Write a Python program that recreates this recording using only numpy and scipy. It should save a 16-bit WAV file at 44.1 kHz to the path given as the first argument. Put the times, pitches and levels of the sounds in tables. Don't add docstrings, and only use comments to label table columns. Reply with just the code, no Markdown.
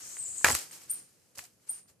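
import sys
import numpy as np
from scipy import signal
from scipy.io import wavfile

SR = 44100
rng = np.random.default_rng(int(sys.argv[2]) if len(sys.argv) > 2 else 0)


def wav_out(sig):
    wavfile.write(sys.argv[1], SR, np.round(np.clip(np.atleast_2d(sig).T, -1, 1) * 32767).astype(np.int16))


def convert_level_to_amplitude(level_db):
    exponent = np.asarray(level_db, float) / 20
    return 10 ** exponent


N = 88200

# f/Hz, level/dB, t60/s
HORN_MODES = [(604.8, -31.5, 0.088), (1001, -19.5, .022), (1680, 2, 0.025), (2343, -6, 0.02),
              (2710, -10.5, 0.018)]
CLASH_S, CLASH_DB, CLASH_PAN_DB = .4447, -10.5, -1
# t/s, body level/dB, body f/Hz, crack level/dB, pan left minus right/dB
KNOCKS = [(.169, -36, 2000, -60.5, 0), (.412, -44.5, 1150, -72.5, 3.5), (.4448, -27.5, 1700, -10, -4),
          (.4459, -15, 1698, -24.5, 0.5), (.4476, -9, 2350, -14, 1.5), (.4505, -19.5, 1100, -29, -1),
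          (0.454, -15.5, 1700, -31, -2.5), (.4561, -15, 1300, -29.5, -2), (.4578, -17.5, 2500, -28, 0),
          (0.4645, -14.5, 1200, -32, -2.5), (.4678, -19, 1600, -29.5, 2), (0.4708, -18.5, 2600, -23, -1),
          (0.472, -22.5, 2200, -29, -0.5), (0.482, -17.5, 1950, -25.5, 0), (0.4856, -14.5, 1900, -24, 0),
          (.487, -25, 900, -25.5, 0), (0.4932, -21, 1100, -31.5, 0), (0.4983, -40.5, 700, -20.5, 2),
          (.5022, -20, 1000, -31.5, 1), (0.5034, -18, 1900, -29.5, 1.5), (.5068, -22.5, 900, -27, 2),
          (.513, -30, 1500, -18.5, 1), (0.5203, -27, 2300, -23, -3), (0.53, -33, 1500, -27, -1),
          (0.5507, -19.5, 2600, -16.5, 0), (.552, -24.5, 1300, -23, 1), (.589, -46, 2000, -32.5, 8),
          (0.711, -46, 2000, -46, 1.5)]
TICKS = [(1.355, -53, 2810, -48, 2.5), (1.358, -64, 2716, -45, 2), (1.44, -68, 2400, -42, 2),
         (1.376, -43, 2225, -42, 0), (1.3842, -47, 3200, -36, -8), (1.3902, -32.5, 1680, -32.5, 5),
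         (1.3914, -36.5, 2408, -50, 3), (1.3937, -34, 2300, -35, -5), (1.424, -65, 2000, -46, -6.5),
         (1.453, -73, 3530, -43.5, -13),
         (1.599, -68, 1450, -80, 2), (1.644, -69, 1700, -75, 1), (1.653, -69, 1200, -75, 0),
               (1.692, -62, 1450, -76, 2.5), (1.744, -62, 2800, -70, 0), (1.859, -65, 1400, -75, 0)]
# share of body f, level/dB
BODY_MODES = [(.6, -15.5), (1.0, 2.5), (1.5, -4)]
# f/Hz, level/dB, t60/s
CRACK_MODES = [(4710, -7, 0.0083), (6500, 1.5, 0.0028), (7660, -5, 0.0073), (10410, -4.5, 0.0033),
               (13000, -1.5, 0.001)]
BODY_DB, CRACK_DB = -1.5, -2
CONTACT_S, BODY_CYCLES, BODY_GRIT = 0.00061, 7.5, .25

# t/s, level/dB, t60/s
THUMPS = [
    (0.051, -50, 0.035),
    (0.271, -54.5, 0.52),
    (0.452, -21.5, .1),
    (.49, -26, 0.22),
    (.52, -27, 0.1),
    (.75, -62, .1),
    (1.367, -44, 0.14),
    (1.701, -46, 0.045),
    (1.891, -49.5, 0.084),
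]
# f/Hz, level/dB, share of the thump's t60
GROUND_MODES = [(81, 4, 0.97), (106, -1, 0.49), (234, -6.5, 0.73), (370, -6, 0.36), (563, -1.5, 0.3),
                (760, -6.5, 0.5)]
# t/s, f/Hz, level/dB, t60/s
HOLLOW_TAP = (1.422, 730, -66, .06)

# t/s, rise/s, hold/s, level/dB, fall/dB per s
STIRS = [(-.05, 0.0065, 0.017, -54.5, 16), (.34, 0.014, 0.17, -65.5, 298), (0.4455, 0.002, 0.068, -36, 330),
         (0.543, 0.0015, 0.0054, -38.5, 196), (0.589, 0.025, 0.011, -60, 359),
         (0.708, 0.022, 0.0097, -54, 200), (0.79, 0.026, 0.03, -66, 501), (0.871, 0.027, 0.099, -62, 304),
         (1.347, 0.0062, 0.0066, -65.5, 403), (1.367, 0.013, 0.021, -54, 238),
         (1.432, 0.0094, 0.0048, -69, 610.5), (1.568, 0.062, 0.037, -77.5, 300),
         (1.664, 0.013, 0.11, -63, 344.5), (1.87, 0.016, 0.014, -67.5, 495)]
# f/Hz, level/dB per Hz
LEAF_SPECTRUM = [(180, -44.5), (300, -7), (731, -12), (892, -10.5), (1330, -8), (2830, -8), (8140, -2.5),
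                 (14000, -12), (15500, -36)]
LEAF_DB, CRACKLE_DB, CRACKLES_PER_S, CRACKLE_SPREAD_DB, CRACKLE_CYCLES = 4.0, -7.0, 2200, 2.6, 4.0
# t/s, length/s, f/Hz, level/dB
SQUEAKS = [(.258, .012, 8800, -47.5), (.36, .022, 8800, -48), (.482, .007, 7900, -30.5),
           (.511, .027, 7750, -32.5), (0.587, .01, 7500, -42), (0.712, .005, 8200, -45),
           (0.832, .01, 7800, -56)]

# t/s, length/s, level/dB, lowest f/Hz, second voice level/dB
CHIPS = [
    (0.896, .025, -31.5, 8610, -39.5),
    (1.69, 0.0165, -32.5, 8603, -48.5),
]
CHIP_FALL_HZ, CHIP_RISE_HZ, CHIP_PAN_DB = 1480, 1100, 3
CHIP_TURN = .38
RASP_HZ, RASP_DB = 9900, -15
UPPER_DELAY_S, UPPER_S, UPPER_HZ, UPPER_ARCH_HZ = .011, .015, 12000, 1250

# t/s, level/dB
TRILL_LEVEL = [(0, -47.5), (.1, -47), (.165, -46.5), (.25, -53.5), (.265, -38.5), (.35, -46), (.38, -38),
               (.44, -46), (.5, -44), (.52, -42), (.54, -47)]
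# t/s, share of the full drop
TRILL_REACH = [(0, 1.01), (.15, 0.77), (.2, 0.69), (.3, 0.64), (.44, 0.7), (.5, .5)]
TRILL_PER_S, TRILL_TOP_HZ, TRILL_DROP_HZ, TRILL_DB, TRILL_PAN_DB = 80, 9120, 4030, 5, 4
# t/s, length/s, start f/Hz, end f/Hz, level/dB
SLIDES = [
    (.161, .1, 8600, 7700, -49),
    (.17, .092, 8200, 7000, -47),
]
SLIDE_SWELL_DB_PER_S = 70

# f/Hz, level/dB per Hz
AIR_SPECTRUM = [(15, -66), (25, -41.5), (101, -7.5), (126, -8), (410, -14.5), (445, -14), (1240, -28),
                (10600, -33), (15500, -45)]
AIR_DB, INSECT_HZ, INSECT_DB = -72.5, 10239, -85
BUSY_DB, CALM_AT_S = 5, 1.07
# f/Hz, correlation
LIKENESS = [(60, 0.54), (240, 0.6), (950, 0.17), (3770, 0.2), (15000, 0.047)]

YARD_T60_S, YARD_GAP_S = 0.2, 0.0016
KNOCK_ECHO_DB, CHIP_ECHO_DB, TRILL_ECHO_DB = -13, -1.5, 0.5
NOTCH_HZ, NOTCH_WIDTH_HZ, NOTCH_DEPTH = 3548, 800, 0.45
CUTOFF_HZ = 14850


def rms_one(x):
    return x / np.sqrt(np.mean(x ** 2) + 1e-20)


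def in_time(rows):
    return np.interp(np.arange(N) / SR, *np.transpose(rows))


def at_hz(points, hz):
    table_hz, values = np.array(points)[:, 0], np.array(points)[:, 1]
    return np.interp(np.log(hz), np.log(table_hz), values)


def drift(rate):
    r = np.exp(-80 * np.pi * rate / SR)
    chance = rng.standard_normal(N // 40 + 2002)
    slow = signal.lfilter([1], [1, -2 * r, r * r], chance)[2000:]
    return np.interp(np.arange(N) / 40, np.arange(len(slow)), rms_one(slow))


def cut_low(x, hz):
    return signal.sosfilt(signal.butter(2, hz, "high", fs=SR, output="sos"), x)


def ring(clicks, hz, t60):
    r = convert_level_to_amplitude(-60 / (t60 * SR))
    w = 2 * np.pi * min(hz, .45 * SR) / SR
    return signal.lfilter([0, np.sin(w)], [1, -2 * r * np.cos(w), r * r], clicks + 1e-18)


def note(start, length, hz, db, swell=1.1):
    u = np.clip((np.arange(N) / SR - start) / length, 0, 1)
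    swelling = np.abs(np.sin(np.pi * u)) ** swell
    return np.sqrt(2) * convert_level_to_amplitude(db) * swelling * np.sin(2 * np.pi * np.cumsum(hz(u)) / SR)


def pan(db):
    return convert_level_to_amplitude(np.array([[db / 2], [-db / 2]]))


def banded_noise(spectrum, patchy_db):
    out, edges = 0, 25 * 2 ** np.arange(0, 9.6, .5)
    white = rng.standard_normal((2, 2, N))
    for k, (low, high) in enumerate(zip(edges, edges[1:])):
        band = signal.butter(2, [low, high], "band", fs=SR, output="sos")
        mid, side = signal.sosfilt(band, white[k % 2])
        hz = np.sqrt(low * high)
        alike = np.clip(at_hz(LIKENESS, hz), -1, 1)
        gain = convert_level_to_amplitude(at_hz(spectrum, hz) + patchy_db * drift(55))
        out = out + gain * (np.sqrt(1 + alike) * mid + np.sqrt(1 - alike) * side * [[1], [-1]])
    return rms_one(out)


def yard(x, db, t60):
    t = np.arange(SR // 2) / SR
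    uneven = 2.6 * rng.standard_normal((2, len(t)))
    echoes = rng.standard_normal((2, len(t))) * convert_level_to_amplitude(uneven - 60 * t / t60) * (t > YARD_GAP_S)
    echoes = echoes / np.sqrt(np.sum(echoes ** 2, axis=1, keepdims=True))
    return convert_level_to_amplitude(db) * signal.fftconvolve(x * np.ones((2, 1)), echoes, axes=1)[:, :N]


def contact(t, fade, db, body_hz, bright_db):
    push = np.sin(np.pi * np.clip(t * 3 * body_hz, 0, 1)) * 5 * body_hz / SR
    scrape = rng.standard_normal(len(t)) + .6 * rng.standard_normal((2, len(t)))
    push = push + BODY_GRIT * fade * scrape / 4
    body, crack = 0, 0
    for share, part_db in BODY_MODES:
        body = body + convert_level_to_amplitude(db + BODY_DB + part_db) * ring(push, body_hz * share, BODY_CYCLES / body_hz)
    for hz, mode_db, t60 in CRACK_MODES:
        grit = fade * rng.standard_normal((2, len(t)))
        strength = np.abs(grit @ np.exp(2j * np.pi * hz * t))
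        grit = grit / np.maximum(strength, 1)[:, None]
        level = convert_level_to_amplitude(bright_db + CRACK_DB + mode_db + 2.5 * rng.standard_normal())
        crack = crack + level * cut_low(ring(grit, hz, t60), .5 * hz)
    return cut_low(body, 0.37 * body_hz) + crack


def knocks():
    out, t = np.zeros((2, N + SR)), np.arange(1500) / SR
    fade = np.exp(-t / CONTACT_S) + (t == 0)
    horns = sum(convert_level_to_amplitude(db) * ring(1. * (t == 0), hz, t60) for hz, db, t60 in HORN_MODES)
    out[:, int(CLASH_S * SR):][:, :len(t)] += convert_level_to_amplitude(CLASH_DB) * pan(CLASH_PAN_DB) * horns
    for s, db, body_hz, bright_db, pan_db in KNOCKS + TICKS:
        hit = contact(t, fade, db, body_hz, bright_db)
        out[:, int(s * SR):][:, :len(t)] += pan(pan_db) * hit
    return out[:, :N]


def thumps():
    t, out = np.arange(N) / SR, np.zeros((2, N))
    for s, db, t60 in THUMPS:
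        shove = rng.standard_normal(N) + .3 * rng.standard_normal((2, N))
        shove = shove * np.clip((t - s) / .008, 0, 1) * np.exp(-np.abs(t - s) / 0.014) * 0.03
        for hz, mode_db, share in GROUND_MODES:
            out += convert_level_to_amplitude(db + mode_db) * cut_low(ring(shove, hz, t60 * share), 0.55 * hz)
    s, hz, db, t60 = HOLLOW_TAP
    tap = note(s, 0.017, lambda u: hz + 40 * drift(62), -37.5)
    return cut_low(out, 100) + convert_level_to_amplitude(db) * ring(tap, hz, t60)


def leaves():
    t, stir, crackle = np.arange(N) / SR, 0, 0
    for s, rise, hold, db, fall in STIRS:
        dying_db = fall * np.maximum(t - s - rise - hold, 0)
        stir = stir + np.clip((t - s) / rise, 0, 1) ** 2 * convert_level_to_amplitude(db - dying_db)
    sizes_db = CRACKLE_SPREAD_DB * np.minimum(rng.exponential(1, (2, N)), 5)
    sizes = convert_level_to_amplitude(sizes_db) * rng.choice([-1, 1], (2, N))
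    born = rng.random(N) < CRACKLES_PER_S * convert_level_to_amplitude(3 * drift(20)) / SR
    snaps = (sizes[0] + 0.46 * sizes[1] * [[1], [-1]]) * born
    dealt = rng.integers(0, 16, N)
    for k, hz in enumerate(np.geomspace(900, 14000, 16)):
        rung = ring(snaps * (dealt == k), hz, CRACKLE_CYCLES / hz)
        crackle = crackle + convert_level_to_amplitude(at_hz(LEAF_SPECTRUM, hz)) * hz * cut_low(rung, hz / 2)
    hiss = banded_noise(LEAF_SPECTRUM, patchy_db=1.0)
    return stir * convert_level_to_amplitude(LEAF_DB) * (hiss + convert_level_to_amplitude(CRACKLE_DB) * rms_one(crackle))


def squeaks():
    wobble, flutter = 300 * drift(150), convert_level_to_amplitude(4 * drift(200))
    tones = sum(note(s, length, lambda u: hz + wobble, db, swell=1.0) for s, length, hz, db in SQUEAKS)
    direct = flutter * tones
    return direct + yard(direct, -9, t60=.1)


def near_bird():
    call, upper, wobble = np.zeros(N), np.zeros(N), drift(220)
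    for s, length, db, low_hz, upper_db in CHIPS:
        def dip(u):
            fall = CHIP_FALL_HZ * (1 - u / CHIP_TURN) ** 2
            climb = CHIP_RISE_HZ * np.abs((u - CHIP_TURN) / (1 - CHIP_TURN)) ** 0.97
            return low_hz + 90 * wobble + np.where(u < CHIP_TURN, fall, climb)

        def arch(u):
            return UPPER_HZ + 170 * wobble + UPPER_ARCH_HZ * np.sin(2.5 * u ** .6)

        call += note(s, length, dip, db, swell=0.6) * convert_level_to_amplitude(2.05 * drift(130))
        call += note(s - .004, length + 0.0028, lambda u: RASP_HZ + 600 * drift(190), db + RASP_DB, swell=0.62)
        upper += note(s + UPPER_DELAY_S, UPPER_S, arch, upper_db, swell=.7) * convert_level_to_amplitude(4 * drift(300))
    echoes = yard(call, CHIP_ECHO_DB, t60=0.29) + yard(upper, CHIP_ECHO_DB, t60=.15)
    return pan(CHIP_PAN_DB) * (call + upper) + echoes


def far_bird():
    t = np.arange(N) / SR
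    u = (TRILL_PER_S * t + .12 * drift(15)) % 1
    hz = TRILL_TOP_HZ - TRILL_DROP_HZ * in_time(TRILL_REACH) * u + 300 * drift(60)
    effort = convert_level_to_amplitude(in_time(TRILL_LEVEL) + TRILL_DB) * (t < .54)
    trill = np.sin(np.pi * u) ** 0.47 * np.sin(2 * np.pi * np.cumsum(hz) / SR) * effort
    swelling = convert_level_to_amplitude(3.5 * drift(120) + SLIDE_SWELL_DB_PER_S * (np.clip(t, .16, .26) - .22))
    slides = 0
    for s, length, a, b, db in SLIDES:
        slides = slides + note(s, length, lambda u: a + (b - a) * u ** 2.2, db, swell=.2)
    slides = swelling * slides
    direct = convert_level_to_amplitude(-16 + 25 * np.minimum(t, .26) + 4 * drift(60)) * trill + slides
    echoes = yard(trill, TRILL_ECHO_DB, t60=.3) + yard(slides, 4.5, t60=.14)
    return pan(TRILL_PAN_DB) * (direct + echoes)


def air():
    insect_hz = INSECT_HZ + 15 * drift(20)
    insect = convert_level_to_amplitude(INSECT_DB + 1.2 * drift(9.1)) * np.sin(2 * np.pi * np.cumsum(insect_hz) / SR)
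    busy = np.clip((CALM_AT_S - np.arange(N) / SR) / 0.041, 0, 1)
    return convert_level_to_amplitude(AIR_DB + BUSY_DB * busy) * banded_noise(AIR_SPECTRUM, patchy_db=-1.0) + insect


def scene():
    blows = knocks()
    goats = blows + yard(blows.mean(axis=0), KNOCK_ECHO_DB, YARD_T60_S) + thumps() + leaves() + squeaks()
    return goats + near_bird() + far_bird() + air()


def band_limit(x):
    return signal.sosfilt(signal.butter(12, 15850, fs=SR, output="sos"), x)


def record(dry):
    peak = signal.iirpeak(NOTCH_HZ, NOTCH_HZ / NOTCH_WIDTH_HZ, fs=SR)
    heard = cut_low(dry - NOTCH_DEPTH * signal.lfilter(*peak, dry), 42)
    rounded = 0.93 * np.tanh(heard / 0.81)
    top_cut = signal.cheby2(14, 30, CUTOFF_HZ, fs=SR, output="sos")
    return band_limit(signal.sosfilt(top_cut, rounded))


dry = scene()
out = record(dry)
wav_out(out)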